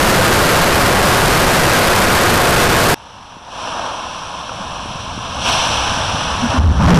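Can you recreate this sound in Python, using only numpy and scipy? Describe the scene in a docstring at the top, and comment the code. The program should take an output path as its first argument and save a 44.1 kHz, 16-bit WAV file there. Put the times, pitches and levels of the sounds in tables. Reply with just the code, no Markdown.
"""Launch pad, close to a rocket; two scenes, each through its own microphone.
First the climb: exhaust roar overloads the input into a flat, crackling square wave.
Cut to the seconds before lift-off: water and gas jets hiss in surges, the flame trench rumbles.
The engine lights with hoots and booms of swinging gas columns; a limiter ducks the hiss under
them, then full thrust overloads this input too."""
import sys
import numpy as np
from scipy import signal
from scipy.fft import rfft, irfft, next_fast_len
from scipy.io import wavfile

SR = 44100
rng = np.random.default_rng(int(sys.argv[2]) if len(sys.argv) > 2 else 0)


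def log_audio(samples):
    """Write samples as a 16-bit WAV file to the path given in sys.argv[1]."""
    # one column per channel
    frames = np.atleast_2d(samples).T
    # limit to full scale, then quantise
    limited = np.clip(frames, -1, 1)
    pcm = np.round(limited * 32767).astype(np.int16)
    wavfile.write(sys.argv[1], SR, pcm)


N = 308252
T = np.arange(N) / SR

# flame trench rumble: freq_hz, density_db
RUMBLE_SPECTRUM = [(12, -3), (25, -2), (45, -4.5), (62, 6), (80, 1), (105, 4), (135, -1.5), (175, -0.5),
                   (260, -4.5), (350, -29), (600, -21), (1500, -46), (5000, -95)]
# dull knocks under the spray: start_s, envelope_peak_db, pitch_hz
KNOCK_EVENTS = [(3.367, -28, 260), (4.511, -27, 130), (4.858, -22, 231), (4.957, -21, 150),
                (5.077, -21, 190), (5.177, -15.5, 230), (5.973, -17, 170), (6.147, -12, 159)]
# mid rush of the spray, coloured by the microphone's housing: freq_hz, density_db
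RUSH_SPECTRUM = [(100, -21), (290, -9.5), (400, -15), (510, -7), (680, -3.5), (800, -3), (1000, -0.5),
                 (1250, -5), (1600, -10), (1780, -14), (1970, -29), (2200, -33), (2800, -63), (5000, -100)]
# bright jet hiss, below 7 kHz: freq_hz, density_db
HISS_SPECTRUM = [(1300, -34), (2000, -21), (2180, -4.5), (2300, -7), (2650, 1.5), (3300, 1.5), (3950, -5.5),
                 (4200, -5.5), (4650, -12.5), (5400, -3.5), (5750, 0), (6100, -7), (6700, -22.5)]
# top of the hiss, coloured by the housing: freq_hz, density_db
HISS_TOP_SPECTRUM = [(7200, -17), (7900, -15.5), (8500, -21.5), (10100, -18.5), (11000, -29), (12200, -38),
                     (14500, -58)]
# valves opening in turn:
# start_s, rise_s, rush_db, hiss_db, rumble_db, rush_sag_db, hiss_sag_db, settle_s
VALVE_SURGES = [(3.41, 0.26, -29, -31, -43.5, 2, 3, 0.28), (3.346, 0.51, -24, -36.5, -44, 21, 24, 0.66),
                (4.5, .04, -32, -42.5, -33.5, 2.5, -6, 0.54), (5, 0.47, -26.5, -31.5, -34, 4, 15, .6),
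                (5.37, .13, -18.5, -17, -29, 6, 13, 0.71)]
# brief spurts of spray: start_s, level_re_rush_db, decay_s
SPRAY_SPURTS = [(3.671, 3, .008), (3.792, 3, .009), (4.492, 10, .01), (4.515, 1, .008)]
# pipe resonances: start_s, end_s, pitch_hz, width_hz, level_re_rush_db
PIPE_MODES = [(2.893, 3.524, 910, 130, -2.5), (3.55, 4.7, 654, 40, -13), (3.55, 5.41, 1034, 50, -6.5),
              (3.55, 5.4, 3220, 60, -39), (5.417, 6.585, 1530, 198, -11), (5.427, 6.61, 880, 90, -9.5)]
# ignition hoots and booms: start_s, length_s, pitch_hz, glide_oct_per_s, level_db, noise_share
IGNITION_HOOTS = [(6.416, 0.062, 238, -0.8, -17, 0), (6.48, 0.048, 95, 5, -24, .2),
                  (6.528, 0.07, 245, 0, -22.5, 0.05), (6.574, 0.061, 88, -7, -2, 0.14),
                  (6.627, 0.1054, 84, -2, 0, 0.2), (6.723, .08, 70, -1.5, -7.5, 0.54),
                  (6.79, 0.062, 210, -0.5, -9, 0.4), (6.851, 0.053, 82, 7, 1, 0.01),
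                  (6.871, .14, 188, -2, 4.5, 0.04), (6.921, 0.098, 80, 2.5, 1, 0.41)]
# exhaust roar in the air: freq_hz, density_db
ROAR_SPECTRUM = [(15, -5.5), (40, -2.5), (110, 1), (200, -2), (310, -3.5), (520, -1), (800, -4), (1620, -5),
                 (1950, -11.5), (2800, -17), (3600, -22.5), (4700, -20), (6500, -30.5), (9500, -28),
                 (15000, -35.5)]
# fizz on the overloaded roar: freq_hz, density_db
FIZZ_SPECTRUM = [(30, 1), (500, -2), (2000, -32), (5000, 1), (9000, -1), (14000, -7)]


def amp(db):
    """Decibels to gain."""
    return 10 ** (np.asarray(db) / 20)


def unit_rms(x):
    """Scale to rms 1."""
    return x / np.sqrt(np.mean(x ** 2) + 1e-20)


def colour(x, spectrum):
    """Filter by (freq_hz, density_db) points; rms 1."""
    freq_hz, density_db = np.transpose(spectrum)
    size = next_fast_len(N)
    bin_hz = np.fft.rfftfreq(size, 1 / SR)
    gain = amp(np.interp(np.log(bin_hz + 1), np.log(freq_hz), density_db)) * (bin_hz > 0)
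    return unit_rms(irfft(rfft(x, size) * gain, size)[:N])


def drift(bandwidth_hz):
    """Smooth random wander; rms 1."""
    size = next_fast_len(N)
    bin_hz = np.fft.rfftfreq(size, 1 / SR)
    gain = np.exp(-(bin_hz / bandwidth_hz) ** 2) * (bin_hz > 0)
    return unit_rms(irfft(rfft(rng.standard_normal(size)) * gain, size)[:N])


def turbulence(spectrum, flutter_db, flutter_hz):
    """Noise modulated by eddies, then coloured; rms 1."""
    return colour(rng.standard_normal(N) * amp(flutter_db * drift(flutter_hz)), spectrum)


def ramp(start_s, rise_s):
    """Smooth step, 0 to 1."""
    return np.sin(np.pi / 2 * np.clip((T - start_s) / rise_s, 0, 1)) ** 2


def rumble():
    """Lumpy low turbulence from the flame trench; rms 1."""
    return turbulence(RUMBLE_SPECTRUM, flutter_db=0.5, flutter_hz=25)


def knocks(rise_s=0.0012):
    """Short pressure pulses, a cycle or two each."""
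    out = np.zeros(N)
    for start_s, peak_db, pitch_hz in KNOCK_EVENTS:
        age_s = np.maximum(T - start_s, 0)
        envelope = age_s / rise_s * np.exp(1 - age_s / rise_s)
        out += amp(peak_db) * envelope * np.sin(2 * np.pi * pitch_hz * age_s)
    return out


def pipes(fade_s=0.025, band_hz=(550, 3500)):
    """Pipes ring while jets flow: noise-driven resonances, of which only the mid band carries."""
    out = np.zeros(N)
    for start_s, end_s, pitch_hz, width_hz, level_db in PIPE_MODES:
        radius = np.exp(-np.pi * width_hz / SR)
        feedback = [1, -2 * radius * np.cos(2 * np.pi * pitch_hz / SR), radius ** 2]
        ring = unit_rms(signal.lfilter([1, 0, -1], feedback, rng.standard_normal(N)))
        gate = np.clip(np.minimum(T - start_s, end_s - T) / fade_s, 0, 1)
        out += amp(level_db) * gate * ring
    return signal.sosfilt(signal.butter(2, band_hz, "band", fs=SR, output="sos"), out)


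def valve_flow(idle_rush_db=-38.5, idle_hiss_db=-44, idle_rumble_db=-46):
    """Rush, hiss and rumble gains: each jet surges, then settles; jets add in power."""
    power = amp([[idle_rush_db], [idle_hiss_db], [idle_rumble_db]]) ** 2 * np.ones(N)
    for surge in VALVE_SURGES:
        start_s, rise_s, rush_db, hiss_db, rumble_db, rush_sag_db, hiss_sag_db, settle_s = surge
        sag = 1 - np.exp(-np.maximum(T - start_s - rise_s, 0) / settle_s)
        levels_db = [rush_db - rush_sag_db * sag, hiss_db - hiss_sag_db * sag, np.full(N, rumble_db)]
        power += (ramp(start_s, rise_s) * amp(levels_db)) ** 2
    return np.sqrt(power)


def spray(rush_gain, hiss_gain, rush_trim_db=-1, flutter_db=0.22, spurt_rise_s=0.0025):
    """Water and gas jets: mid rush, bright hiss, spurts and ringing pipes."""
    rush = turbulence(RUSH_SPECTRUM, flutter_db=0.64, flutter_hz=70)
    hiss = turbulence(HISS_SPECTRUM + HISS_TOP_SPECTRUM, flutter_db=0.5, flutter_hz=150)
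    spurts = np.zeros(N)
    for start_s, level_db, decay_s in SPRAY_SPURTS:
        attack = np.clip((T - start_s) / spurt_rise_s, 0, 1)
        spurts += amp(level_db) * attack * np.exp(-((T - start_s) / decay_s) ** 2)
    rush = rush * np.hypot(1, spurts) + pipes()
    hiss = hiss * np.hypot(1, 0.31 * spurts)
    jets = rush * rush_gain * amp(rush_trim_db) + hiss * hiss_gain
    return jets / amp(flutter_db * drift(bandwidth_hz=50))


def ignition(waver_hz=7, shake_db=3, edge_s=0.017):
    """The lighting engine sets gas columns swinging: unsteady low tones with gusts of rumble."""
    out = np.zeros(N)
    gust = rumble()
    detune_hz = waver_hz * drift(bandwidth_hz=76)
    shake = amp(shake_db * drift(bandwidth_hz=66))
    for start_s, length_s, pitch_hz, glide_oct_per_s, level_db, noise_share in IGNITION_HOOTS:
        freq_hz = pitch_hz * 2 ** (glide_oct_per_s * np.clip(T - start_s, 0, length_s)) + detune_hz
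        tone = np.sqrt(2) * shake * np.sin(2 * np.pi * np.cumsum(freq_hz) / SR)
        gate = ramp(start_s, edge_s) * (1 - ramp(start_s + length_s - edge_s, edge_s))
        out += amp(level_db) * gate * (np.sqrt(1 - noise_share) * tone + np.sqrt(noise_share) * gust)
    return out


def engine(flame_db=-18, rush_db=-5, tearing_db=-14, roar_db=-19, rumble_db=3.5):
    """The flame catches with a rush; thrust builds to a tearing roar over heavy rumble."""
    rush = turbulence(RUSH_SPECTRUM, flutter_db=1, flutter_hz=60)
    tearing = turbulence(HISS_SPECTRUM + HISS_TOP_SPECTRUM, flutter_db=3, flutter_hz=200)
    roar = turbulence(ROAR_SPECTRUM, flutter_db=3, flutter_hz=200)
    flame = amp(flame_db) * rush
    thrust = amp(rush_db) * rush + amp(tearing_db) * tearing
    thrust += amp(roar_db) * roar + amp(rumble_db) * rumble()
    return flame * ramp(start_s=6.48, rise_s=0.055) + thrust * ramp(start_s=6.75, rise_s=0.17)


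def limiter(x, threshold_db=-13.5, slope=0.73, max_cut_db=8, recovery_db_per_s=100, window_s=0.015):
    """Gain drops on loud sound, so booms duck the hiss; full thrust outruns it."""
    pole = np.exp(-1 / (window_s * SR))
    level_db = 10 * np.log10(signal.lfilter([1 - pole], [1, -pole], x ** 2) + 1e-12)
    fall_db = recovery_db_per_s * T
    held_db = np.maximum.accumulate(level_db + fall_db) - fall_db
    return x / amp(np.clip(slope * (held_db - threshold_db), 0, max_cut_db))


def before_liftoff(rail_db=-7.5, rail_give=0.015, bias=0.02, input_hiss_db=-72):
    """Jets and engine start, limited, then hard-clipped: high peaks crackle."""
    rush_gain, hiss_gain, rumble_gain = valve_flow()
    air = spray(rush_gain, hiss_gain) + rumble_gain * rumble() + knocks() + ignition() + engine()
    limited = limiter(air)
    clipped = np.clip(limited, bias - amp(rail_db), bias + amp(rail_db))
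    return clipped + rail_give * (limited - clipped) + amp(input_hiss_db) * rng.standard_normal(N)


def climb(drive_db=18, bias=0.24, square_db=-11, fizz_db=-33.5, echo_gain=0.13, echo_s=0.0056):
    """Roar slams the input rail to rail; low gusts pin it briefly, which crackles. Fizz on top."""
    roar = turbulence(ROAR_SPECTRUM, flutter_db=3.5, flutter_hz=85.5)
    ground_echo = np.interp(T - echo_s, T, roar)
    driven = amp(drive_db) * (roar + echo_gain * ground_echo - bias)  # longer on the lower rail
    square = driven / (1 + driven ** 4) ** (1 / 4)  # saturates at +/-1
    fizz = colour(rng.standard_normal(N), FIZZ_SPECTRUM)
    return amp(square_db) * (square - square.mean()) + amp(fizz_db) * fizz


def scene(cut_s=2.944):
    """Hard cut from the climb to the seconds before lift-off; mono."""
    return np.where(T < cut_s, climb(), before_liftoff())[None]


def record(dry):
    """Recorder band limit."""
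    cutoff_hz = 14600
    taps = signal.firwin(255, cutoff_hz, window=("kaiser", 8), fs=SR)
    return signal.oaconvolve(dry, taps[None], "same")


dry = scene()
out = record(dry)
log_audio(out)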